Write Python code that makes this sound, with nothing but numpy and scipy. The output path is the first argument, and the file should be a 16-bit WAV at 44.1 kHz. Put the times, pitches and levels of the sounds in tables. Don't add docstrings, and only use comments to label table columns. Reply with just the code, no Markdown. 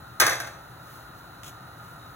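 import sys
import numpy as np
from scipy import signal
from scipy.fft import rfft, irfft, next_fast_len
from scipy.io import wavfile
from scipy.ndimage import uniform_filter1d

SR = 44100
rng = np.random.default_rng(int(sys.argv[2]) if len(sys.argv) > 2 else 0)


def log_audio(samples):
    frames = np.atleast_2d(samples).T
    limited = np.clip(frames, -1, 1)
    pcm = np.round(limited * 32767).astype(np.int16)
    wavfile.write(sys.argv[1], SR, pcm)


N = 94815

# (time [s], pan gain [dB], wire gain [dB], crack gain [dB])
KNOCKS = [(0.1993, -1.5, 2, 4), (.2025, -12, 0, -3), (0.2106, 2, -3.5, -3), (.2185, 4, -8, -12),
          (.2295, -4, -16, -22), (0.2648, -3, -2, -2), (.2755, -2.5, -16, -24), (.295, -15, -9, -21),
          (.305, -7, -17, -24), (.316, -7.5, -18, -21), (.33, -10.5, -16, -24), (.353, -20, -20, -30),
          (0.4, -12.5, -14.5, -14), (0.418, -20, -25, -30), (0.444, -19, -32, -38), (.471, -18.5, -25, -38)]
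# (pitch [Hz], relative level [dB], fade time [s])
PAN_TONES = [(320, -17, .42), (530, -11, .35), (607, -8, .3), (692, -10.5, .38), (824, -12, .28),
             (885, -14, .36), (969, -11, .25), (1105, -7, .18), (1170, -8, .3), (1230, -3, .12),
             (1405, -9, .22), (1498, -3, .28), (1564, 0, .25), (1625, -4, .22), (1657, -2, .22),
             (1683, -2, .22), (1818, 0, .18), (1841, 1, .14), (2062, -2, .2), (2083, -6, .26)]
# (pitch [Hz], relative level [dB], fade time [s])
WIRE_TONES = [(2261, -5, .23), (2342, -2, .28), (2505, 0, .26), (2628, -6, .55), (2945, -10, .25),
              (3284, -7.5, .48), (3585, -7, .45), (3828, -9, .4), (3978, -5, .42), (4174, -4, .2),
              (5400, -11, .4), (5787, -2, .22), (6108, 1, .2), (6421, 0, .23), (6713, -4, .19),
              (7935, -11, .35), (10341, -2, .18), (11500, -4, .11)]
# (pitch [Hz], relative level [dB], fade time [s])
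PING_TONES = [(4150, -7, .04), (4670, -3, .04), (5800, -2, .045), (6170, -2, .035), (8370, -6, .04),
              (8610, -6, .035), (11190, -5, .025), (11480, -2.5, .028), (15330, -13, .025)]
# (frequency [Hz], relative level [dB])
PAN_WEAK_COLOUR = [(50, -58), (110, 0.5), (230, -21), (330, -8), (450, -6), (700, -0.5), (900, -8),
                   (1200, 1.5), (1330, -6.5), (1650, 5), (1800, 0), (1950, -2.5), (2100, -4.5),
                   (2500, -9.5), (3000, -14), (3600, -11.5), (6000, -15.5), (15000, -26)]
# (frequency [Hz], relative level [dB])
WIRE_WEAK_COLOUR = [(500, -2.5), (1600, 21), (3050, -3.5), (3600, 19), (4650, -16), (5100, 14), (6000, 12),
                    (7400, 0), (8500, -29), (10100, 16), (11300, 6), (12000, -19), (13700, 0), (15500, -12)]
# (frequency [Hz], relative level [dB])
CRACK_NOISE = [(500, -7), (2000, -5.5), (6000, 0.5), (10000, -4), (15500, 3.5)]
# (frequency [Hz], relative level [dB])
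ECHO_COLOUR = [(100, -0.5), (600, -4), (1600, -7.5), (5000, -5.5), (10000, 1.5), (15000, 2.5)]
# (frequency [Hz], fade time [s])
ECHO_FADES = [(150, 0.44), (700, 0.52), (2000, 0.41), (6000, 0.38), (14000, 0.18)]
# (time [s], level [dB], rise time [s], fade time [s])
RUSTLE_STROKES = [(1.4323, -33.5, 0.0012, 0.027), (1.441, -39, 0.0011, 0.081), (1.453, -41, 0.0053, 0.25),
                  (1.476, -36.5, 0.005, 0.081)]
# (frequency [Hz], relative level [dB])
RUSTLE_NOISE = [(100, 5), (400, 4), (1500, -1), (3500, 10), (4700, 1), (6500, 9.5), (8500, 2), (10500, 4),
                (15000, 2.5)]
# (frequency [Hz], relative level [dB])
OIL_COLOUR = [(500, -7), (2000, -2), (4000, -1), (5000, -2), (6600, 0), (7600, -5), (9000, -2), (10500, 1),
              (13500, 1), (15500, 1.5)]
# (peak time [s], half-width [s], level [dB])
OIL_SWELLS = [(.94, 0.071, -51.5), (1.19, 0.014, -56), (1.87, 0.084, -57), (2.07, 0.056, -61)]
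# (frequency [Hz], relative level [dB])
RUSH_COLOUR = [(25, -28), (60, -4), (120, 0), (165, -1.5), (215, -12), (300, -7.5), (450, -15), (750, -9),
               (1170, -12), (1270, -4.5), (1430, -6.5), (1620, -15), (1880, -15.5), (2200, -28),
               (2850, -25), (3350, -32), (3850, -18), (4350, -22), (4800, -38), (15000, -55)]
# (pitch [Hz], level [dB], peak time [s], half-width [s], swell [dB])
WHINE_TONES = [(1254, -59.5, 1.9, .1, 4), (1402, -59.5, 1.91, .09, 5), (1445, -64, 1.9, .1, 4),
               (3800, -75, 2.05, .045, 11)]
# (frequency [Hz], relative level [dB])
STEREO_SPREAD = [(100, -20), (300, -11), (600, -6), (1100, -2), (1500, -7), (2800, -5), (4500, -11),
                 (15000, -11)]
# (frequency [Hz], phase [radians])
LEFT_LEAD = [(0, 0), (200, -.1), (600, -.8), (1200, -1.2), (1500, 0), (1900, 0), (2500, 1.6), (3600, 1.5),
             (4750, 3.14), (6900, 6.28), (15300, 18.85), (22050, 28.9)]
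# (frequency [Hz], left minus right [dB])
LEFT_LOUDER = [(100, 1.5), (400, 3), (900, -0.5), (1200, 2.5), (1700, -2.5), (2400, 1), (5000, -0.8),
               (15000, 0.5)]

PAN_DB, PAN_WEAK_DB, PAN_WEAK_FADE_S, PAN_RISE_S = -30.5, -20.5, 0.19, 0.0011
WIRE_DB, WIRE_WEAK_DB, WIRE_WEAK_FADE_S, WIRE_RISE_S = -33.5, -21.5, 0.085, 0.0007
PING_DB, CRACK_DB, CRACK_FADE_S = -18.5, -16.5, 0.035
JOLT_CYCLES, SCATTER_DB = 0.08, 4
ECHO_DB, ECHO_RISE_S = -12.5, 0.096
OIL_DB, OIL_GRAIN = -56.5, 0.11
RUSH_DB, HUM_DB, HUM_HZ = -46, -57, 117.5
WHINE_WAVER_HZ, TOP_HZ = 17, 15950


def clank(t):
    pan = undb(PAN_WEAK_DB) * weak_tones(PAN_WEAK_COLOUR, PAN_WEAK_FADE_S, t, count=300)
    wires = undb(WIRE_WEAK_DB) * weak_tones(WIRE_WEAK_COLOUR, WIRE_WEAK_FADE_S, t, count=170)
    pan *= rise(t, PAN_RISE_S)
    wires *= rise(t, WIRE_RISE_S)
    crack_noise = noise(CRACK_NOISE)
    crack_shape = undb(CRACK_DB) * fade(t, CRACK_FADE_S) * rise(t, WIRE_RISE_S)
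    out, pan_power, wire_power = np.zeros((2, N)), np.zeros(N), np.zeros(N)
    for start, pan_db, wire_db, crack_db in KNOCKS:
        i = int(start * SR)
        crack = crack_shape * np.roll(crack_noise, -i, axis=1)
        knock = undb(pan_db) * pan + undb(wire_db) * wires + undb(crack_db) * crack
        out[:, i:] += knock[:, :N - i]
        pan_power += undb(pan_db) ** 2 * np.diff(rise(t - start, PAN_RISE_S) ** 2, prepend=0)
        wire_power += undb(wire_db) ** 2 * np.diff(rise(t - start, WIRE_RISE_S) ** 2, prepend=0)
    out += undb(PAN_DB) * ring(PAN_TONES, t, pan_power)
    out += undb(WIRE_DB) * ring(WIRE_TONES, t, wire_power)
    return out + undb(PING_DB) * ring(PING_TONES, t, wire_power)


def ring(tones, t, power):
    out = 0
    for hz, db, fade_s in tones:
        kept_per_sample = np.exp(-2 * np.log(1000) / (fade_s * SR))
        energy = signal.lfilter([1], [1, -kept_per_sample], power)
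        jolt = JOLT_CYCLES * np.cumsum(drift(60) * power / (energy + 1e-4))
        out += undb(db) * np.sqrt(energy) * np.sin(2 * np.pi * (hz * t + jolt + rng.random()))
    return out


def weak_tones(points, fade_s, t, count):
    spectrum = np.zeros((2, N // 2 + 1), complex)
    place = (np.arange(count) + rng.random(count)) / count
    hz = TOP_HZ * place ** 2
    strength = undb(at(points, hz) + SCATTER_DB * rng.uniform(-0.52, 1, count)) * np.sqrt(place)
    shared, side = np.exp(2j * np.pi * rng.random((2, count)))
    pair = shared + undb(at(STEREO_SPREAD, hz)) * side * np.array([[1], [-1]])
    spectrum[:, (hz * N / SR).astype(int)] = strength * pair
    return unit(irfft(spectrum, N)) * fade(t, fade_s)


def kitchen_echo(sound, t):
    spectrum, hz = rfft(noise(ECHO_COLOUR)), np.fft.rfftfreq(N, 1 / SR)
    echo = 0
    for centre, fade_s in ECHO_FADES:
        band = at([(f, float(f == centre)) for f, _ in ECHO_FADES], hz)
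        echo += irfft(spectrum * band, N) * fade(t, fade_s)
    echo = unit(echo * rise(t, ECHO_RISE_S)) / np.sqrt(N)
    return undb(ECHO_DB) * signal.fftconvolve(sound.mean(0)[None], echo, axes=1)[:, :N]


def rustle(t):
    power = sum((undb(db) * rise(t - start, rise_s) * fade(t - start, fade_s)) ** 2
                for start, db, rise_s, fade_s in RUSTLE_STROKES)
    return noise(RUSTLE_NOISE) * np.sqrt(power) * unit(np.exp(0.2 * drift(1200)))


def oil(t):
    swells = sum(undb(db) ** 2 * bump(t - peak, width) for peak, width, db in OIL_SWELLS)
    hiss = noise(OIL_COLOUR) * np.sqrt(undb(OIL_DB) ** 2 + swells)
    return hiss * unit(np.exp(OIL_GRAIN * drift(1500)))


def rush(t):
    steady = undb(RUSH_DB) * noise(RUSH_COLOUR)
    hum = unit(np.sin(2 * np.pi * HUM_HZ * t + 1.6 * drift(7.96)))
    return steady + undb(HUM_DB) * hum


def whine(t):
    out = 0
    for hz, db, peak, width, swell_db in WHINE_TONES:
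        cycles = np.cumsum(hz + WHINE_WAVER_HZ * drift(70)) / SR
        tone = unit(np.sin(2 * np.pi * cycles) * undb(3.5 * drift(25.45)))
        out += undb(db + swell_db * bump(t - peak, width)) * tone
    return out


def undb(db):
    return 10 ** (np.asarray(db) / 20)


def unit(x):
    return x / np.sqrt(np.mean(x ** 2))


def at(points, hz):
    table = np.array(points, float)
    return np.interp(np.log(np.maximum(hz, 1)), np.log(table[:, 0]), table[:, 1])


def colour(x, points):
    size = 2 * next_fast_len(N)
    cepstrum = irfft(np.log(undb(at(points, np.fft.rfftfreq(size, 1 / SR)))))
    cepstrum[1:size // 2] *= 2
    cepstrum[size // 2 + 1:] = 0
    return irfft(rfft(x, size) * np.exp(rfft(cepstrum)))[..., :N]


def noise(points):
    shared, side = rng.standard_normal((2, N))
    pair = shared + colour(side, STEREO_SPREAD) * np.array([[1], [-1]])
    return unit(colour(pair, points))


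def drift(steps_per_s):
    hold = int(SR / steps_per_s)
    steps = np.repeat(rng.standard_normal(N // hold + 1), hold)
    return unit(uniform_filter1d(uniform_filter1d(steps, hold), hold)[:N])


def fade(t, fade_s):
    return (t >= 0) * np.exp(-np.log(1000) * np.maximum(t, 0) / fade_s)


def rise(t, rise_s):
    return 1 - np.exp(-np.maximum(t, 0) / rise_s)


def bump(t, half_width_s):
    return np.exp(-(t / half_width_s) ** 2)


def scene():
    t = np.arange(N) / SR
    hit = clank(t)
    return hit + kitchen_echo(hit, t) + rush(t) + whine(t) + oil(t) + rustle(t)


def record(dry):
    size = 2 * next_fast_len(N)
    hz = np.fft.rfftfreq(size, 1 / SR)
    lead = np.interp(hz, *np.array(LEFT_LEAD).T)
    left = undb(at(LEFT_LOUDER, hz) / 2) * np.exp(0.5j * lead)
    pair = irfft(rfft(dry, size) * np.array([left, 1 / left]))[:, :N]
    return signal.sosfilt(signal.ellip(12, 0.2, 80, TOP_HZ, fs=SR, output="sos"), pair)


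dry = scene()
out = record(dry)
log_audio(out)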